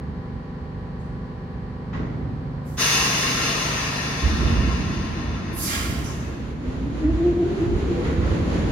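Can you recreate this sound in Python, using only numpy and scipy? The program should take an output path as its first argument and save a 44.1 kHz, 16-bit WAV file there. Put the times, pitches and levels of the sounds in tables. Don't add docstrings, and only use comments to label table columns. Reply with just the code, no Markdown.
import sys
import numpy as np
from scipy import signal
from scipy.fft import rfft, irfft, next_fast_len
from scipy.io import wavfile
from scipy.ndimage import map_coordinates

SR = 44100
rng = np.random.default_rng(int(sys.argv[2]) if len(sys.argv) > 2 else 0)


def wav_record(signal):
    frames = np.transpose(np.atleast_2d(signal))
    bounded = np.clip(frames, -1, 1)
    quanta = np.round(bounded * 32767).astype(np.int16)
    wavfile.write(sys.argv[1], SR, quanta)


N = 384111
T = np.arange(N) / SR
UNLOAD_S, VENT_S, START_S, POWER_S = 1.89, 2.768, 4.2, 6.55
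WALKING_MESH_HZ, WHEEL_RESONANCE_HZ, TOP_HZ = 400, 346, 15800


def undb(db):
    return np.exp(np.asarray(db) * (np.log(10) / 20))


def unit(x):
    return x / np.sqrt(np.mean(x ** 2))


def ramp(start_s, rise_s):
    return np.clip((T - start_s) / rise_s, 0, 1)


def since(start_s):
    return np.maximum(T - start_s, 0)


def walk(rate_hz):
    knots = rng.standard_normal(1024)
    return map_coordinates(knots, [T[::64] * rate_hz], order=3, mode="wrap").repeat(64)[:N]


def spectrum(rows, hz):
    row_hz, values = np.transpose(rows)
    return np.interp(np.log(np.maximum(hz, 1)), np.log(row_hz), values)


def colour(x, db_at):
    size = next_fast_len(x.shape[-1] + 4096, True)
    hz = np.maximum(np.arange(size // 2 + 1) * SR / size, 1)
    return irfft(rfft(x, size) * undb(db_at(hz)), size)[..., :x.shape[-1]]


def evolve(x, db_at, size=512):
    hz, t, frames = signal.stft(x, SR, nperseg=size)
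    return signal.istft(frames * undb(db_at(hz[:, None], t)), SR, nperseg=size)[1][..., :len(x.T)]


def resonate(x, modes):
    return colour(x, lambda hz: sum(db / (1 + (2 * (hz - f) / width) ** 2) for f, width, db in modes))


def noise(rows):
    return unit(colour(rng.standard_normal((2, N)), lambda hz: spectrum(rows, hz)))


def station(x, wet_db, t60_low_s, t60_high_s=.5, pillar_db=-3, pillar_s=0.0057):
    def tail_db(hz, s):
        t60_s = spectrum([(500, t60_low_s), (12000, t60_high_s)], hz)
        return -60 * s / t60_s - 10 * np.log10(t60_s)

    tail = unit(evolve(rng.standard_normal((2, SR)), tail_db))
    taps = rng.standard_normal((2, SR)) * (rng.random((2, SR)) < .01)
    early = unit(taps * np.exp(-T[:SR] / pillar_s))
    response = undb(wet_db) * (tail + undb(pillar_db) * early) / np.sqrt(SR)
    response[[0, 1], [0, 3]] += 1
    response /= np.sqrt(np.sum(response ** 2) / 2)
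    return signal.fftconvolve(np.atleast_2d(x), response, axes=1)[:, :N]


def mesh_hz(creep_hz_per_s=95, power_hz_per_s=172):
    return 1 + creep_hz_per_s * (since(START_S) - since(POWER_S)) + power_hz_per_s * since(POWER_S)


def with_speed(db, power):
    return undb(db) * (mesh_hz() / WALKING_MESH_HZ) ** power


# frequency in Hz, relative density in dB.
AIR_SPECTRUM = [(20, -29), (35, -9), (58, 3), (110, -1.5), (220, -4.5), (330, -12), (650, -22.5),
                (1100, -22.5), (2000, -29.5), (3000, -42.5), (4600, -45), (7000, -56), (10000, -62),
                (16000, -71)]


def tunnel_air(db=-35.0, swell_db=0.43):
    return noise(AIR_SPECTRUM) * undb(db + swell_db * walk(2.47))


# multiple of the shaft rate, relative level in dB.
CHUG_HARMONICS = [(1, -10.5), (2, -0.5), (3, 2), (4, -6.5), (5, -1), (6, 1), (7, 2.5), (8, -3), (9, -13.5),
                  (10, 0), (11, -12), (15, -9), (16, -34), (17, -8.5), (18, -13), (20, -8), (21, -12.5),
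                  (22, -31), (24, -18.5), (32, -12.5), (34, -41.5), (41, -16.5), (43, -42), (46, -15),
                  (61, -37.5), (69, -19.5), (73, -26), (77, -23.5)]
# multiple of the shaft rate, relative level in dB.
HUM_HARMONICS = [(3, -6.5), (5, -2.5), (6, 4), (10, -5), (11, -7.5), (17, -22), (21, -14), (22, -16),
                 (31, -20), (41, -34)]
# frequency in Hz, relative level in dB.
RATTLE_SPECTRUM = [(300, -2.5), (650, -8), (820, -3), (950, 4), (1100, -3.5), (1350, -24), (1850, -12),
                   (2600, -21), (3100, -17.5), (3600, -24), (4400, -16), (5300, -30), (8000, -42),
                   (16000, -59.5)]


def compressor(shaft_hz=24.58, wander=0.000574, chug_db=-36.0, hum_db=-36, rattle_db=-49.5,
               unload_drop_db=3.5, loaded_hum_drop_db=18, start_drop_db=8, approach_db=7.0):
    size = 8192
    turn = np.cumsum(shaft_hz * (1 + wander * walk(3))) / SR % 1
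    place = (turn * size).astype(int)
    orders = np.arange(size // 2 + 1)
    hz = orders * shaft_hz
    phases = np.exp(2j * np.pi * rng.random((2, len(orders))))
    uneven_db = rng.uniform(-6, 6, len(orders))
    rattle = undb(spectrum(RATTLE_SPECTRUM, hz) + uneven_db) * (hz > 0) * (hz < TOP_HZ)
    unloaded = ramp(UNLOAD_S, 0.28)
    nearer_db = approach_db * (mesh_hz() / WALKING_MESH_HZ) ** 2
    out = unit(irfft(rattle * phases))[:, place] * undb(rattle_db + nearer_db)
    chug = CHUG_HARMONICS, chug_db - unload_drop_db * unloaded + nearer_db
    hum = HUM_HARMONICS, hum_db - loaded_hum_drop_db * (1 - unloaded)
    for (harmonics, level_db), phase in zip((chug, hum), phases):
        multiples, db = np.transpose(harmonics)
        gains = np.bincount(np.rint(multiples).astype(int), undb(db), len(orders))
        out += unit(irfft(gains * phase))[place] * undb(level_db)
    return out * undb(-start_drop_db * ramp(START_S, .2))


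# frequency in Hz, relative density in dB.
BOOM_SPECTRUM = [(18, -39), (30, -19.5), (48, 2.5), (62, 10.5), (85, -1), (120, -17), (250, -56),
                 (1000, -101)]
BODY_SPECTRUM = [(50, -19.5), (90, -1), (125, -8), (220, -5), (320, -10), (450, -24.5), (650, -48),
                 (1500, -51), (6000, -89)]
GRIND_SPECTRUM = [(120, -17.5), (300, 7.5), (450, 3), (700, -7), (1100, -10), (2000, -13.5), (3200, -18),
                  (4400, -22), (5400, -28.5), (6800, -25), (8500, -43.5), (11000, -34.5), (16000, -96)]


def rolling(lurch_boom_db=-27.0, lurch_body_db=-25.5, settle_db_per_s=5, flutter_db=1.55):
    shudder = ramp(START_S, 0.067) * undb(-settle_db_per_s * since(START_S))
    boom = np.hypot(undb(lurch_boom_db) * shudder, with_speed(db=-33.0, power=1.2))
    body = np.hypot(undb(lurch_body_db) * shudder, with_speed(db=-29.5, power=1.54))
    grind = with_speed(db=-34.5, power=1.26) * undb(flutter_db * walk(14))
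    return noise(BOOM_SPECTRUM) * boom + noise(BODY_SPECTRUM) * body + noise(GRIND_SPECTRUM) * grind


def gears(db=-30, creep_drop_db=17, fade_db_per_s=7, resonance_db=3, resonance_width_hz=70,
          octave_db=-19, rough=0.03454, slip=.025, throb_db=2):
    hz, whine = mesh_hz(), 0
    for axle in (-1, 0, 1):
        phase = 2 * np.pi * np.cumsum(hz * (1 + slip * axle + rough * walk(50))) / SR
        whine = whine + np.sin(phase) + undb(octave_db) * np.sin(2 * phase)
    effort_db = -creep_drop_db * (1 - ramp(POWER_S - .15, 0.096)) - fade_db_per_s * since(POWER_S + 1)
    lift_db = resonance_db / (1 + (2 * (hz - WHEEL_RESONANCE_HZ) / resonance_width_hz) ** 2)
    gain = ramp(START_S, POWER_S - START_S) * undb(db + effort_db + lift_db + throb_db * walk(15))
    return station(unit(whine) * gain, wet_db=6, t60_low_s=3.4, pillar_db=-6.5)


# peak time in seconds, relative peak level in dB.
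GROAN_THROBS = [(7.055, -17), (7.1, -19.5), (7.21, -20.5), (7.27, -12.5), (7.369, -23.5), (7.429, -14.5),
                (7.52, -21.5), (7.62, -17.5), (7.71, -22), (7.91, -19.5), (8.0, -23.5), (8.12, -29)]


def wheel_groan(rise_db_per_s=447, fall_db_per_s=340, mesh_ratio=1.02, rough=0.0248, octave_db=-23,
                direct_db=-3.3, echo_db=-9.5):
    hz = np.minimum(mesh_ratio * mesh_hz(), WHEEL_RESONANCE_HZ)
    phase = 2 * np.pi * np.cumsum(hz * (1 + rough * walk(45))) / SR
    throbs_db = [db - rise_db_per_s * np.maximum(peak_s - T, 0) - fall_db_per_s * since(peak_s)
                 for peak_s, db in GROAN_THROBS]
    throbs = undb(np.maximum(throbs_db, -120)).sum(axis=0)
    tone = unit(np.sin(phase) + undb(octave_db) * np.sin(2 * phase)) * throbs
    echo = station(tone, wet_db=20, t60_low_s=1.8, pillar_db=-8)
    return undb(direct_db) * tone + undb(echo_db) * echo


# start in seconds, then boom, thud and clank levels in dB.
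KNOCK_EVENTS = [(1.928, -34.5, -24, -37.5), (4.222, -17.5, -27, -50), (4.399, -25.5, -21.5, -44),
                (4.52, -24, -45, -40), (5.81, -47, -26.5, -62), (6.63, -26, -52, -49),
                (7.03, -20.5, -44, -45), (7.64, -18, -42, -63), (8.04, -20, -27, -36),
                (8.21, -31, -33, -43)]
# frequency in Hz, relative density in dB.
THUD_SPECTRUM = [(25, -36), (55, -1), (90, 5), (150, -1), (260, -2), (500, -15.5), (1000, -26.5),
                 (4000, -71)]
CLANK_SPECTRUM = [(200, -25), (500, -2), (1100, 3), (1400, 4.5), (1950, -0.5), (2700, -5.5), (4500, -16.5),
                  (6800, -23), (9000, -51), (16000, -62)]
# frequency in Hz, width in Hz, lift in dB.
METAL_MODES = [(510, 30, 3), (818, 40, -1), (1086, 56, 9), (1570, 50, -1), (1950, 130, 7),
               (2860, 140, -1.5)]


def knocks():
    age = T[:2 * SR]

    def swell(db, rise_s, t60_s):
        return undb(db - 60 * age / t60_s) * (1 - np.exp(-age / rise_s))

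    direct_lift = 1 + .8 * np.exp(-age / .02)
    boom, thud, clank = np.zeros((3, N))
    for start_s, boom_db, thud_db, clank_db in KNOCK_EVENTS:
        start = int(start_s * SR)
        span, room = slice(start, start + len(age)), N - start
        boom[span] += swell(boom_db, rise_s=0.023, t60_s=1.2)[:room]
        thud[span] += swell(thud_db, rise_s=0.042, t60_s=2.36)[:room]
        clank[span] += (direct_lift * swell(clank_db, rise_s=0.011, t60_s=1.0))[:room]
    lows = boom * noise(BOOM_SPECTRUM) + thud * noise(THUD_SPECTRUM)
    return lows + clank * unit(resonate(noise(CLANK_SPECTRUM), METAL_MODES))


# start in seconds, level in dB, swell in seconds, fade in dB per second,
# centre in Hz, spread in octaves.
SPIT_EVENTS = [(.98, -69, 0.023, 71, 7000, 0.5), (2.631, -55.5, 0.051, 17, 8150, 1),
               (5.509, -31.5, 0.12, 64, 10800, 0.28), (5.53, -30.5, 0.16, 60, 5800, 0.65),
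               (5.61, -29.5, .14, 47, 1780, 1.25), (6.01, -51, 0.04, 91, 10500, 0.15),
               (6.02, -42.5, 0.038, 63, 6150, 0.25)]


def valve_spits():
    out, age = np.zeros(N), T[:2 * SR]
    for start_s, db, swell_s, fade_db_per_s, centre_hz, octaves in SPIT_EVENTS:
        white = rng.standard_normal(len(age))
        air = colour(white, lambda hz: -10 * np.log10(1 + 4 * (np.log2(hz / centre_hz) / octaves) ** 4))
        opening = np.sin(np.pi / 2 * np.clip(age / swell_s, 0, 1)) ** 2
        fade = undb(db - fade_db_per_s * np.maximum(age - swell_s, 0))
        start = int(start_s * SR)
        out[start:start + len(age)] += unit(air) * opening * fade
    return station(out, wet_db=-5.0, t60_low_s=1.4, t60_high_s=.35, pillar_db=12)


# frequency in Hz, relative density in dB.
JET_SPECTRUM = [(200, 5), (330, 1.5), (500, -2), (700, 1), (1000, 1.5), (2000, 2.5), (3500, 0.5), (5000, 1),
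                (6200, 0.5), (7800, -13.5), (9600, -7), (12000, -11.5), (15500, -22)]
# frequency in Hz, width in Hz, lift in dB.
PIPE_MODES = [(461.5, 24, 11), (932, 62, -6.5), (962, 6.2, 5), (1030, 166, 6.5), (1360, 120, 8),
              (1430, 150, -8), (1700, 16, 4), (1843, 76, 8), (2210, 62, 5), (2560, 41, 10),
              (2687, 105, 7.5), (2810, 33, 8.5), (3050, 25, 9.5), (3190, 170, -9.5), (3524, 92, 8),
              (4140, 110, 2.5), (4510, 100, -5), (4740, 60, 6.5), (5100, 170, 3), (5482, 14, -1),
              (6080, 18, 2), (6210, 660, 4), (6406, 63, 8)]


def brake_vent(db=-21.0, attack_s=0.04, burst_db=0.5, burst_s=.25, close_s=6.31, close_db_per_s=45,
               fade_1khz_db_per_s=5.0, treble_power=0.42, flutter_db=0.65, drift_db=1.56, spread=0.65):
    def pressure_fall_db(hz, t):
        return -fade_1khz_db_per_s * (hz / 1000) ** treble_power * np.maximum(t - VENT_S, 0)

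    def band_waver_db(hz, t):
        hz_time_grid = np.broadcast_arrays(hz / 200, t * 5)
        return drift_db * map_coordinates(eddies, hz_time_grid, order=1, mode="wrap")

    plume = rng.standard_normal(N) + spread * rng.standard_normal((2, N))
    eddies = rng.standard_normal((128, 64))
    jet = unit(colour(plume, lambda hz: spectrum(JET_SPECTRUM, hz)))
    jet = signal.sosfilt(signal.butter(2, 200, "high", fs=SR, output="sos"), jet)
    jet = evolve(jet, pressure_fall_db)
    jet = evolve(jet, band_waver_db)
    valve_db = db + burst_db * np.exp(-since(VENT_S) / burst_s) - close_db_per_s * since(close_s)
    hiss = resonate(jet, PIPE_MODES) * ramp(VENT_S, attack_s) * undb(valve_db + flutter_db * walk(18))
    return station(hiss, wet_db=1, t60_low_s=2.0, t60_high_s=0.24, pillar_db=2, pillar_s=0.019)


def scene():
    return (tunnel_air() + compressor() + knocks() + brake_vent() + valve_spits()
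            + rolling() + gears() + wheel_groan())


# frequency in Hz, side gain in dB.
SIDE_GAIN = [(60, -11), (125, -12.5), (260, -8.5), (500, -1), (1000, 1.5), (16000, 1)]
# frequency in Hz, left minus right gain in dB.
BALANCE = [(60, -2.5), (110, -4), (200, 1.5), (500, -1), (1200, -0.5), (2400, -0.2), (4400, -3),
           (8000, -0.5)]


def record(dry, low_cut_hz=31):
    side = colour((dry[0] - dry[1]) / 2, lambda hz: spectrum(SIDE_GAIN, hz))
    mid = colour((dry[0] + dry[1]) / 2, lambda hz: spectrum([(300, 2.47), (900, 1.3)], hz))
    left = colour(mid + side, lambda hz: spectrum(BALANCE, hz) / 2)
    right = colour(mid - side, lambda hz: -spectrum(BALANCE, hz) / 2)
    low_cut = signal.butter(4, low_cut_hz, "high", fs=SR, output="sos")
    top_cut = signal.ellip(10, .2, 80, TOP_HZ, fs=SR, output="sos")
    return signal.sosfilt(top_cut, signal.sosfilt(low_cut, np.array([left, right])))


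dry = scene()
out = record(dry)
wav_record(out)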